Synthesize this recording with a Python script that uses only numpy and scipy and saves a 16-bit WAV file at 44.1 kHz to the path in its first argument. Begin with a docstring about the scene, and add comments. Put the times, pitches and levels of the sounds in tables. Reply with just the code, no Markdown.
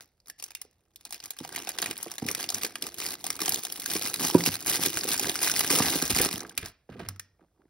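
"""A short, faint crinkle of thin plastic opens; then snaps, taps and scrapes build as a hand rummages in a
wooden drawer in a small room, pulling about a wrapped pack of cardboard boxes. Film is made of tiny filtered
noise bursts and hiss, taps of noise ticks through resonators, and the boxes of decaying modes, short hollow
notes and rough noise. The pack slides to rest with a low boom and a few last clicks; two spaced microphone
ports hear it all."""
import sys
import numpy as np
from scipy import signal
from scipy.fft import rfft, irfft, next_fast_len
from scipy.io import wavfile
from scipy.ndimage import uniform_filter1d

SR = 44100
rng = np.random.default_rng(int(sys.argv[2]) if len(sys.argv) > 2 else 0)


def int16_out(signal):
    """Quantize to a 16-bit WAV file."""
    q = np.round(np.clip(np.atleast_2d(signal).T, -1, 1) * 32767)
    wavfile.write(sys.argv[1], SR, q.astype(np.int16))


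N = 339129
TIME = np.arange(N) / SR  # s

# The hand's grip under the pulls, before layer trims: [t/s, wrapping level/dB, box-shifting level/dB]
GRIP_CURVE = [(0, -50.5, -58), (.12, -85, -87), (.92, -80, -77), (1.1, -65, -65), (1.34, -56, -77),
              (1.46, -45.5, -52.5), (2.17, -46.5, -57), (2.4, -48.5, -48), (2.78, -53.5, -55),
              (3.2, -51.5, -53), (3.8, -39.5, -51), (4.4, -32.5, -39), (4.59, -43.5, -49.5),
              (4.8, -34.5, -41), (5.35, -35.5, -44.5), (5.85, -27.5, -32.5), (6.05, -33, -48),
              (6.37, -36.5, -41), (6.45, -54.5, -43.5), (6.52, -59, -52.5), (6.8, -91.5, -88),
              (7.69, -100, -73)]
# Short pulls and pushes on the pack, before layer trims:
# [start t/s, length/s, wrapping level/dB, box-shifting level/dB]
PULL_EVENTS = [(0, 0.0035, -42, -59), (0.254, 0.07, -56, -67), (0.379, 0.14, -53, -68),
               (0.573, 0.145, -67.5, -71.5), (1.053, 0.02, -48.5, -60), (1.12, 0.039, -44.5, -55),
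               (1.22, 0.052, -48.5, -57), (1.52, 0.1, -42.5, -48.5), (1.665, 0.032, -37.5, -48.5),
               (1.792, 0.12, -40.5, -44), (2.266, 0.046, -38.5, -37.5), (2.367, 0.075, -35.5, -48),
               (2.515, 0.071, -38, -44.5), (2.605, 0.065, -35, -46), (2.806, 0.077, -42, -47),
               (2.97, 0.17, -35.5, -46.5), (3.23, 0.14, -43.5, -50), (3.397, 0.19, -34.5, -43.5),
               (3.879, 0.089, -30, -43.5), (4.007, 0.077, -32, -44), (4.199, 0.082, -27.5, -35),
               (4.448, 0.03, -23.5, -40.5), (4.514, 0.042, -31.5, -56), (4.657, 0.11, -27.5, -37),
               (4.806, 0.066, -27.5, -35), (4.953, 0.027, -29, -37), (5.073, 0.063, -27, -40),
               (5.201, 0.1, -34, -34), (5.412, 0.067, -26, -40.5), (5.554, 0.082, -31.5, -50.5),
               (5.694, 0.1, -25, -32), (5.838, 0.14, -31, -35.5), (6.096, 0.0043, -18, -25.5),
               (6.152, 0.11, -28, -33.5), (6.564, 0.13, -49.5, -62), (6.895, 0.2, -83, -56),
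               (7.394, 0.054, -100, -64), (7.585, 0.076, -100, -63.5)]
PULL_RISE_S, PULL_RELEASE_S = 0.01, 0.011  # every pull takes hold, holds and lets go alike

# How bright the crinkles sound as the hand moves over the wrapping: [t/s, tilt/(dB per octave)]
CRINKLE_TILT = [(0, -0.5), (1.3, -2), (1.7, -3), (2.5, -1), (3.9, 0.5), (4.4, 0), (5.4, -0.5), (6.2, -1),
                (6.7, 0)]
CRINKLE_DECAY_S, CRINKLE_RISE_S = .001, .0005  # the decay is scaled at random for each crease
CRINKLE_TILT_SCATTER_DB = 2  # creases differ by up to this much per octave either way
FACET_LOW_HZ, FACET_HIGH_HZ = 1486, 6560  # range in which the small facets ring
FACET_FREE_HZ = 1900  # lesser resonances of a facet are free above this, weaker below

# The loudest creases that snap through: [t/s, level/dB, tilt/(dB per octave), facet ring f/Hz]
SNAP_EVENTS = [(0.2015, -62, -2, 4750), (0.2833, -45, 1.5, 1230), (0.299, -36.5, 1, 1780),
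               (0.398, -43.0, -0.5, 4770), (0.4252, -36.5, 1.5, 745), (0.4398, -32, 4, 6250),
               (0.5063, -45, -1.5, 1670), (0.9596, -43.5, 2.5, 3530), (1.01, -53, -0.5, 1310),
               (1.052, -37, 2.5, 850), (1.1075, -39.5, 0, 800), (1.144, -37, 2, 2720),
               (1.202, -41.5, -3.5, 5400), (1.239, -39.5, 0.5, 850), (1.258, -37.5, 4, 2010),
               (1.3064, -30.5, 1.5, 740), (1.388, -36.5, -0.5, 3240), (1.4487, -36.5, -4.5, 750),
               (1.5613, -28, -0.5, 2170), (1.578, -35.5, -7.5, 3300), (1.6723, -32, -4.5, 740),
               (1.6911, -27.5, 3, 800), (1.7864, -26.5, -3, 2920), (1.8186, -26.5, 4, 1160),
               (1.826, -25.5, -3.5, 3320), (1.8417, -31.5, -2, 3490), (1.8603, -27.5, -3.5, 2280),
               (1.911, -30.0, -2.5, 2740), (1.978, -35, 9, 1310), (2.029, -28.5, 4.5, 750),
               (2.1158, -33.0, 1, 902), (2.1822, -32, -1.5, 1800), (2.2653, -33, 2, 750),
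               (2.2868, -24, -1.0, 2140), (2.3136, -27, 4.5, 2280), (2.3493, -25.5, -1, 1900),
               (2.441, -32, -4.5, 2740), (2.4902, -26.0, -0.5, 4830), (2.5023, -26, 0, 735),
               (2.545, -23.5, 0.0, 6370), (2.634, -26, 1, 1230), (2.6485, -27, 1, 2170),
               (2.756, -30.5, -2.5, 1160), (2.8235, -27, 0.5, 3140), (2.8674, -32, 0.5, 1157),
               (2.9433, -38, 1, 906), (3.017, -35, -5, 2720), (3.0418, -35.5, 6, 965),
               (3.0645, -28, 2.5, 738), (3.2418, -30, -1.5, 750), (3.2664, -26.5, -1, 1018),
               (3.3035, -23.5, -1, 1300), (3.3918, -34.5, -3.0, 1310), (3.417, -24.5, 1, 1174),
               (3.459, -26, 0.5, 856), (3.4796, -26, -2.5, 736), (3.4934, -20, 9, 750),
               (3.522, -25.5, 0.5, 900), (3.544, -23, 1.5, 6640), (3.635, -32.5, 5.5, 750),
               (3.651, -27.5, 0, 795), (3.724, -29.5, 3.5, 1090), (3.7987, -32, 6, 3300),
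               (3.8601, -26, 1.5, 1390), (3.964, -26.5, -1.5, 1090), (4.1414, -25.5, -1, 2015),
               (4.2672, -30.5, 4.5, 960), (4.2997, -26.5, -2.5, 852), (4.438, -27.5, 0.5, 4490),
               (4.4625, -20.5, 3.5, 2750), (4.6055, -37.5, 0.5, 1480), (4.6696, -28, 1.5, 750),
               (4.6968, -22, 3.5, 750), (4.8605, -20, 2.5, 850), (5.0097, -29.0, -2.5, 5000),
               (5.042, -29.5, 3, 750), (5.1167, -25.5, 0.5, 3770), (5.1422, -25.5, -1.5, 1570),
               (5.1776, -27.5, 1, 1394), (5.196, -22, 0.5, 800), (5.2949, -23, -2.5, 3510),
               (5.356, -26.5, -1, 1383), (5.43, -22.5, 2.5, 1026), (5.5152, -22, -0.5, 6500),
               (5.563, -23.5, 1, 1890), (5.5933, -19.5, 7, 960), (5.607, -23, -2.5, 1033),
               (5.7043, -23, -2, 906), (5.7899, -25.5, -0.5, 6600), (6.0236, -22.5, -1, 1170),
               (6.0536, -28.5, 2.5, 2310), (6.1023, -30, -1, 1160), (6.148, -25.5, -1, 2130),
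               (6.1632, -22.5, 6.5, 4810), (6.1866, -21.5, 0, 2403), (6.2165, -19, 5.5, 1017),
               (6.249, -23, 1, 1157), (6.3287, -29.5, 0, 1230), (6.405, -33.5, -1, 6110),
               (6.4953, -42, -0.5, 2740), (6.659, -35, -1.5, 748)]
SNAP_DECAY_S, SNAP_SCATTER = .0012, .4  # base decay, and the random part of it
SNAP_HALVING_DB = 13  # a crease this much brighter per octave dies twice as fast

# Hard things tapping each other, mostly plastic, a few of them cardboard boxes: # [t/s, level/dB, ring f/Hz,
# upper ring f/Hz, ring strength against the tick]
TAP_EVENTS = [(0.4794, -56, 800, 2200, 1.8), (0.55, -32, 2750, 4900, 2.7), (0.569, -50, 1900, 1400, 2.6),
              (0.6154, -33.5, 2040, 3900, 0.36), (1.1247, -32.5, 793, 2300, 4.9),
              (4.834, -25, 1090, 5428, 3), (5.497, -23.5, 1498, 3600, 4.8),
              (5.8337, -27.5, 2120, 5250, 4.6), (6.577, -21.5, 2390, 4510, 4.3),
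              (7.0871, -30.5, 1214, 2220, 4.1), (7.161, -53.5, 1290, 1850, 12),
              (7.1957, -33, 1795, 5000, 4.2)]

# Boxes bumping the drawer: [t/s, level/dB, pitch factor on the modes]
KNOCK_EVENTS = [(0.648, -57.5, 1.5), (1.404, -36, 0.9), (1.904, -39, 1.17), (2.0609, -40, 2),
                (2.065, -40, 1.22), (2.2194, -27.5, 0.81), (2.2205, -44.5, 2.6), (2.249, -33.5, 0.81),
                (2.641, -38, 1.4), (2.827, -43.5, 1), (2.852, -48, 1.32), (3.415, -36, 1.1),
                (3.477, -39, 1.03), (3.951, -29, 1.13), (4.042, -40.5, 0.8), (4.241, -32, 0.91),
                (4.346, -8.5, 1.016), (4.392, -32.5, 0.83), (4.469, -26.5, .9), (4.479, -28.5, .6),
                (4.788, -33.5, 0.93), (4.865, -31, 0.99), (5.048, -34, 1.42), (5.104, -39, 1.03),
                (5.702, -28.5, 1.05), (5.798, -21, 0.78), (5.801, -27, 3.3), (5.952, -26.5, 1),
                (6.021, -28, 0.93), (6.105, -34, 0.23), (6.107, -30, 0.69), (6.158, -31.5, 0.8),
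                (6.2, -27, 1.4), (6.256, -30, 1.1), (6.333, -33.5, 0.68), (6.63, -47, 1.23),
                (6.891, -41, 0.83), (6.89, -43.5, 1.66), (6.954, -46.5, 1.38), (6.999, -42.5, 2.4),
                (7.002, -42.5, 1.27), (7.013, -42, 0.65), (7.393, -65, 2.35), (7.413, -58.5, 1)]
# Resonances of a box on the drawer floor at pitch 1: [f/Hz, relative level/dB, t60/s]
BOX_MODES = [(122, -10.5, .3), (168, -3.5, .3), (200, -8.5, .15), (235, -12, .09), (283, .5, .15),
             (359, -2.5, .15), (517, -3.5, .04), (630, -14, .07), (953, -8.5, .07)]
HARDNESS_HZ, HARDER_WITH_LEVEL = 802, 0.034  # contact corner at pitch 1 and 0 dB; its growth per dB
BLOW_CYCLES = 2.0  # the modes line up this many cycles of the main mode into a blow

# The cardboard pack slides to rest, before the layer trim: [start t/s, length/s, level/dB]
SLIDE_STROKES = [(6.024, 0.0043, -32.5), (6.191, .016, -31.5), (6.245, 0.0036, -44), (6.574, 0.015, -41.5),
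                 (6.624, 0.017, -40), (6.654, 0.0051, -51), (6.89, 0.0094, -51), (6.918, 0.19, -56.5),
                 (6.991, .004, -40), (7.045, .015, -55), (7.394, 0.027, -75.5)]
SLIP_RISE_S, SLIP_RELEASE_S = .004, .026

# The drawer itself shifts with a rumble, then its panel rings out
RUMBLE_START_S, RUMBLE_LENGTH_S, RUMBLE_DB = 6.9, 0.18, -48
RUMBLE_LOW_HZ, RUMBLE_HIGH_HZ = 75, 233
BOOM_S, BOOM_DB, BOOM_HZ, BOOM_T60_S = 7.068, -38.5, 95.6, 0.4

# Colour of a snapping crease: [f/Hz, relative level/dB]
CREASE_SPECTRUM = [(100, -32.5), (400, -11.5), (780, -4), (1200, -7), (2300, -1.1), (3000, -2), (4200, 3.5),
                   (5300, 5), (7500, 3.5), (10500, 2), (12500, 3.5), (15000, -2.3)]
# Colour of the thin film and of the tap ticks: [f/Hz, relative level/dB]
FILM_SPECTRUM = [(100, -16), (400, -10.5), (780, -5), (1200, -5), (2300, -4), (3000, -4), (4200, -1.5),
                 (5300, 1.5), (7500, -1), (10500, 0), (12500, -1), (15600, -3)]
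# Hollow colour of the drawer floor at pitch 1: [f/Hz, relative level/dB]
DRAWER_SPECTRUM = [(25, -24), (55, -8), (95, -7), (125, -3.5), (170, 1.5), (220, -1.5), (285, 4.5),
                   (375, 2), (470, -10), (750, -13), (1200, -24.5), (3000, -46)]
# Pitch factors on the drawer colour as the load shifts: [factor]
DRAWER_PITCHES = [.9, 1, 1.15]
# Colour of rubbing cardboard: [f/Hz, relative level/dB]
CARDBOARD_SPECTRUM = [(120, 7.5), (420, 0), (520, -14.5), (620, 1.5), (720, -5.5), (830, -14.5), (1050, -2),
                      (1700, 0), (2300, -5.5), (4000, -10), (6000, -18.5), (15000, -28.5)]
# Colour of the room's quiet background: [f/Hz, relative level/dB]
AIR_SPECTRUM = [(20, 1.5), (55, 12), (120, 5), (300, -11), (550, -5.5), (750, -10.5), (1200, -21),
                (2500, -23), (6000, -22), (16000, -25.5)]

# Decay of the room's tail: [f/Hz, t60/s]
ROOM_DECAY = [(100, 0.3), (300, 0.35), (1500, 0.45), (5000, 0.34), (10000, 0.077), (16000, 0.077)]
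# Phase by which the left microphone port leads: [f/Hz, phase/rad]
LEFT_LEAD = [(20, 0), (2400, .1), (3000, 1.5), (3600, .8), (4400, .8), (5000, .15), (6000, 1.6), (6900, 3),
             (7900, 3.3), (9800, 6.15), (11200, 6.6), (12700, 9), (14200, 9.75), (15700, 12)]
# Likeness of the two ports' signals: [f/Hz, share from 0 to 1]
LIKENESS = [(100, .99), (400, .985), (650, .88), (2100, .95), (2850, .55), (3400, .8), (4600, .68),
            (7300, .95), (8800, .74), (10300, .92), (15500, .72)]
# Left port minus right port: [f/Hz, level/dB]
LEFT_RIGHT_BALANCE = [(60, -.5), (300, -2.46), (650, -7), (1500, -1.5), (2100, 0), (2800, -5.5), (3500, 0),
                      (4300, -2), (5200, 1), (7000, -0.5)]
EDGE_HZ = 15850  # upper band limit


def amp(db):
    """Amplitude of a level in dB."""
    return 10 ** (np.asarray(db) / 20)


def evened(x):
    """Scales to rms 1."""
    return x / np.sqrt(np.mean(x ** 2) + 1e-20)


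def read(points, hz):
    """Reads a table on a log-frequency axis."""
    f, value = np.transpose(points)
    return np.interp(np.log(hz + 1), np.log(f + 1), value)


def follow(rows):
    """The columns of a curve at every sample."""
    s, *columns = np.transpose(rows)
    return [np.interp(TIME, s, column) for column in columns]


def add(mix, s, sound):
    """Mixes a sound in at time s."""
    part = mix[..., max(round(s * SR), 0):][..., :sound.shape[-1]]
    part += sound[..., :part.shape[-1]]


def smooth(x, seconds):
    """Two running means in a row."""
    size = max(int(seconds * SR), 1)
    return uniform_filter1d(uniform_filter1d(x, size), size)


def octaves(hz):
    """Octaves from the middle of the treble, over the range in which brightness acts."""
    return np.log2(np.clip(hz, 1000, 12000) / 4000)


def causal(gain_db):
    """Frequency response with this gain whose ringing follows the attack (minimum phase)."""
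    cepstrum = irfft(np.log(amp(gain_db)))
    half = cepstrum.shape[-1] // 2
    cepstrum[..., 1:half] *= 2
    cepstrum[..., half + 1:] = 0
    return np.exp(rfft(cepstrum))


def colour(x, spectrum, size=4096):
    """Filters by a spectrum and keeps the power of white noise."""
    response = irfft(causal(read(spectrum, np.fft.rfftfreq(size, 1 / SR))))
    response /= np.linalg.norm(response)
    return signal.oaconvolve(x, response[None], axes=1)[:, :x.shape[1]]


def grain_power(per_s, spread_db, decay_s, even_s):
    """Power of random grains of varied size, each dying quickly, evened to a local mean of about 1."""
    sizes = amp(spread_db * np.minimum(rng.exponential(1, N), 4)) ** 2
    kicks = sizes * (rng.random(N) < per_s / SR)
    power = signal.lfilter([1], [1, -np.exp(-2 / (decay_s * SR))], kicks) + 1e-6
    return power / np.maximum(smooth(power, even_s), 1e-6)


def stroke(start, length, rise_s, release_s):
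    """Attack, hold and release of one movement, between 0 and 1 at every sample."""
    attack = np.clip((TIME - start) / rise_s, 0, 1)
    return attack * np.exp(-np.clip((TIME - start - length) / release_s, 0, 20))


def effort():
    """Grip and pulls add in power: the wrapping and box-shifting levels in dB at every sample."""
    film, boxes = amp(follow(GRIP_CURVE)) ** 2
    for start, length, film_db, boxes_db in PULL_EVENTS:
        power = stroke(start, length, PULL_RISE_S, PULL_RELEASE_S) ** 2
        film = film + amp(film_db) ** 2 * power
        boxes = boxes + amp(boxes_db) ** 2 * power
    return 10 * np.log10(film), 10 * np.log10(boxes)


def cracks(shape, spectrum, tilt_db, ring_hz, ring_db, own_db, sharpness=6.2, count=20):
    """Unit-energy bursts (2, events, samples): each facet has a main ring and lesser treble resonances."""
    events, size = shape.shape
    hz = np.fft.rfftfreq(size, 1 / SR)
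    knots = np.linspace(np.sqrt(300), np.sqrt(EDGE_HZ), count)
    bumps = np.array([np.interp(np.sqrt(hz), knots, row) for row in np.eye(count)])
    bumps *= np.minimum(hz / FACET_FREE_HZ, 1)
    own = own_db * rng.standard_normal((events, count)) @ bumps
    ratio = (hz + 1) / ring_hz[:, None]
    ring = 10 * np.log10(1 + amp(ring_db) ** 2 / (1 + (sharpness * (ratio - 1 / ratio)) ** 2))
    gain_db = read(spectrum, hz) + ring + tilt_db[:, None] * octaves(hz) + own
    noise = rng.standard_normal((2, events, size))
    burst = rfft(shape * noise) * causal(gain_db)
    energy = (abs(burst[..., hz < EDGE_HZ]) ** 2).sum(-1, keepdims=True) * 2 / size
    return irfft(burst / np.sqrt(energy))


def crinkle(level_db, per_s=600, busy_growth=.35, spread_db=5.0, count=7000, size=256):
    """Tiny creases buckle in the film, mostly faint and a few loud; harder work makes them denser."""
    tilt_db, = follow(CRINKLE_TILT)
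    place, chance, strength, ring, stiffness, facet = rng.random((count, 6)).T
    at, t = (place * (N - size)).astype(int), np.arange(size) / SR
    # per_s holds 9.5 dB below the hardest work
    rate = per_s * amp(busy_growth * (level_db[at] - level_db.max() + 9.5))
    sizes = amp(spread_db * np.minimum(-np.log(strength), 3.7))
    sizes *= chance < rate * N / SR / count
    decay_s = CRINKLE_DECAY_S * (.5 + ring[:, None])
    shape = np.exp(-t / decay_s) * (1 - np.exp(-t / CRINKLE_RISE_S))
    ring_hz = FACET_LOW_HZ * (FACET_HIGH_HZ / FACET_LOW_HZ) ** facet
    tilts = tilt_db[at] + CRINKLE_TILT_SCATTER_DB * (2 * stiffness - 1)
    grains = sizes[:, None] * cracks(shape, FILM_SPECTRUM, tilts, ring_hz, ring_db=6.5, own_db=4.0)
    where = (at[:, None] + np.arange(size)).ravel()
    film = np.array([np.bincount(where, side.ravel(), N) for side in grains])
    # the creases share out the work that the hand puts in
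    local_power = smooth((film ** 2).mean(0), 0.033)
    return amp(level_db) * film / np.sqrt(np.maximum(local_power, 1e-4))


def scrape(level_db, gain_db=-6, growth=0.43):
    """Film catches and slides over cardboard: a rough hiss that gains on the crinkle in hard pulls."""
    catches = grain_power(per_s=650, spread_db=-1.5, decay_s=0.0039, even_s=0.099)
    hiss = colour(np.sqrt(catches) * rng.standard_normal((2, N)), FILM_SPECTRUM)
    return amp(level_db + gain_db + growth * (level_db - level_db.max())) * hiss


def jostle(level_db, gain_db=-4.0, shift_s=.06):
    """Boxes stick and slip on the drawer floor; its hollow rumble changes pitch as their weight shifts."""
    slips = grain_power(per_s=300, spread_db=1, decay_s=.004, even_s=.02)
    shares = abs(smooth(rng.standard_normal((len(DRAWER_PITCHES), N)), shift_s))
    shares /= np.linalg.norm(shares, axis=0) + 1e-12
    rumble = np.zeros((2, N))
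    for pitch, share in zip(DRAWER_PITCHES, shares):
        spectrum = [(hz * pitch, db) for hz, db in DRAWER_SPECTRUM]
        rumble += colour(share * np.sqrt(slips) * rng.standard_normal((2, N)), spectrum)
    return amp(level_db + gain_db) * rumble


def clatter(level_db, gain_db=-9.0, per_s=130, low_hz=520, high_hz=2200, sharpness=6.7, count=14):
    """Box corners and small things nudge each other, each with a short hollow note of its own."""
    out = np.zeros(N)
    for hz in np.geomspace(low_hz, high_hz, count):
        nudges = rng.uniform(-1.01, 1, N) * (rng.random(N) < per_s / count / SR)
        out += np.sqrt(low_hz / hz) * signal.lfilter(*signal.iirpeak(hz, sharpness, SR), nudges)
    return amp(level_db + gain_db) * evened(out)


def air(level_db=-73):
    """The quiet background of the room: steady coloured noise."""
    return amp(level_db) * colour(rng.standard_normal((2, N)), AIR_SPECTRUM)


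def snaps(rattle_db=-19, rattle_s=0.0084, rise_s=0.00055, size=2048):
    """A crease flips with a sharp crack, and the sheet around it shivers briefly."""
    out, t = np.zeros((2, N)), np.arange(size) / SR
    s, db, tilt_db, ring_hz = np.transpose(SNAP_EVENTS)
    decay_s = SNAP_DECAY_S * (1 + SNAP_SCATTER * rng.uniform(-0.51, 1, (len(s), 1)))
    decay_s = decay_s * .5 ** np.clip(tilt_db[:, None] / SNAP_HALVING_DB, -1, 1)
    shape = np.exp(-t / decay_s) + amp(rattle_db) * np.exp(-t / rattle_s)
    shape *= 1 - np.exp(-t / rise_s)
    bursts = cracks(shape, CREASE_SPECTRUM, tilt_db, ring_hz, ring_db=11.0, own_db=3.0)
    bursts *= np.sqrt(.006 * SR)  # energy of 6 ms at rms 1
    for k in range(len(s)):
        add(out, s[k] - rise_s, amp(db[k]) * bursts[:, k])
    return out


def taps(upper=0.13, sharpness=3.3, linger=1.5, linger_sharpness=70, tick_s=0.0026, tilt_db=2,
         rattle_db=-25, rattle_s=0.018, size=4096):
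    """A tick of contact excites two short resonances of a small plastic shell or a box; the first one lingers."""
    out, t = np.zeros((2, N)), np.arange(size) / SR
    spectrum = [(f, level + tilt_db * octaves(f)) for f, level in FILM_SPECTRUM]
    shape = np.exp(-t / tick_s) + amp(rattle_db) * np.exp(-t / rattle_s)
    shape *= 1 - np.exp(-t / 0.00018)
    for s, db, hz, upper_hz, shell in TAP_EVENTS:
        tick = colour(rng.standard_normal((2, size)) * shape, spectrum)
        rings = [(1, hz, sharpness), (upper, upper_hz, sharpness), (linger, hz, linger_sharpness)]
        ringing = sum(g * signal.lfilter(*signal.iirpeak(f, q, SR), tick) for g, f, q in rings)
        sound = evened(tick + shell * ringing)
        add(out, s, amp(db) * sound * np.sqrt(.006 * SR / size))  # energy of 6 ms at rms 1
    return out


def knocks(rise_cycles=1.94, thud_cycles=4.2, linger_db=-16, scuff_db=-23, scuff_s=0.014, size=16000):
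    """A bump swells the modes, high ones first; clutter damps them in a few cycles, a faint ring lingers."""
    out, t = np.zeros(N), np.arange(size) / SR
    mode_hz, mode_db, t60 = np.transpose(BOX_MODES)[:, :, None]
    main_mode_hz = mode_hz[np.argmax(mode_db)]
    for s, db, pitch in KNOCK_EVENTS:
        hz, main_hz = mode_hz * pitch, main_mode_hz * pitch
        corner_hz = HARDNESS_HZ * pitch * amp(HARDER_WITH_LEVEL * db)  # higher, louder knocks are harder
        swell = 1 - np.exp(-(t * hz / rise_cycles) ** 2)
        damping = np.exp(-(t * main_hz / thud_cycles) ** 2) + amp(linger_db)
        swing = np.sin(2 * np.pi * hz * (t - BLOW_CYCLES / main_hz))
        ring = amp(mode_db - 60 * t * np.sqrt(pitch) / t60) * swell * damping * swing
        thud = (ring / np.sqrt(1 + (hz / corner_hz) ** 4)).sum(0)  # soft contact mutes the upper modes
        thud /= np.sqrt(np.sum(thud ** 2) / (.01 * SR))  # energy of 10 ms at rms 1
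        contact = signal.butter(2, min(2 * corner_hz, SR / 4), fs=SR)
        scuff = evened(signal.lfilter(*contact, rng.standard_normal(size))) * np.exp(-t / scuff_s)
        add(out, s, amp(db) * (thud + amp(scuff_db) * scuff))
    return out


def slide(gain_db=-2.0):
    """Cardboard rubs along the drawer floor in short slips and one longer rough scrape."""
    level = np.zeros(N)
    for s, length, db in SLIDE_STROKES:
        level += amp(db + gain_db) * stroke(s, length, SLIP_RISE_S, SLIP_RELEASE_S)
    slips = grain_power(per_s=550, spread_db=4.5, decay_s=0.0025, even_s=.02)
    return level * colour(np.sqrt(slips) * rng.standard_normal((2, N)), CARDBOARD_SPECTRUM)


def drawer_shift(rise_s=0.01, release_s=0.057):
    """The whole drawer rumbles as it moves; as it stops, its panel booms and dies away."""
    band = signal.butter(2, [RUMBLE_LOW_HZ, RUMBLE_HIGH_HZ], "band", fs=SR, output="sos")
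    rumble = evened(signal.sosfilt(band, rng.standard_normal(N)))
    rumble *= stroke(RUMBLE_START_S, RUMBLE_LENGTH_S, rise_s, release_s)
    t = np.maximum(TIME - BOOM_S, 0)
    decay = amp(BOOM_DB - 60 * t / BOOM_T60_S)
    boom = np.minimum(t / rise_s, 1) * decay * np.sin(2 * np.pi * BOOM_HZ * t)
    return amp(RUMBLE_DB) * rumble + boom


def room(x, near_db=-13, near_s=0.0011, far_db=-19):
    """Quick echoes from the drawer walls, then the faint tail of the room, dying at its own rate per band."""
    t = np.arange(SR // 2) / SR
    shape = (2, len(t))
    echo_pulses = rng.choice([-1., 1.], shape) * (rng.random(shape) < 4000 / SR) * (t > .002)
    hz, frame_s, bands = signal.stft(echo_pulses, SR, nperseg=256)
    decay = amp(-60 * frame_s / read(ROOM_DECAY, hz)[:, None])
    far = signal.istft(bands * decay, SR, nperseg=256)[1][:, :len(t)]
    near = echo_pulses * np.exp(-t / near_s)
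    echoes = amp(near_db) * near / np.linalg.norm(near[0]) + amp(far_db) * far / np.linalg.norm(far[0])
    return signal.fftconvolve(x, echoes, axes=1)[:, :N]


def ports(x):
    """Two spaced microphone ports: the left leads in phase, and likeness and balance vary with pitch."""
    size = next_fast_len(N + SR // 10)
    hz = np.fft.rfftfreq(size, 1 / SR)
    shared, separate = rfft(x, size)
    same = np.clip(read(LIKENESS, hz), 0, 1)
    delay = np.exp(-1j * read(LEFT_LEAD, hz))
    lean = amp(read(LEFT_RIGHT_BALANCE, hz) / 2)
    left = shared * lean
    right = (same * shared + np.sqrt(1 - same ** 2) * separate) * delay / lean
    return irfft(np.array([left, right]), size)[:, :N]


def scene():
    """Wrapping and boxes in the drawer, with echoes and background, heard by both ports."""
    film_db, boxes_db = effort()
    contents = crinkle(film_db) + scrape(film_db) + jostle(boxes_db) + snaps() + taps() + slide()
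    contents[0] += clatter(boxes_db) + knocks() + drawer_shift()  # row 0 is what both ports share
    return ports(contents + room(contents) + air())


def record(dry, low_cut_hz=45):
    """The microphone's bass roll-off and the recorder's band limit."""
    thinned = signal.lfilter(*signal.butter(2, low_cut_hz, "high", fs=SR), dry)
    band_limit = signal.firwin(401, EDGE_HZ, window=("kaiser", 8), fs=SR)
    return signal.oaconvolve(thinned, band_limit[None], "same")


dry = scene()
out = record(dry)
int16_out(out)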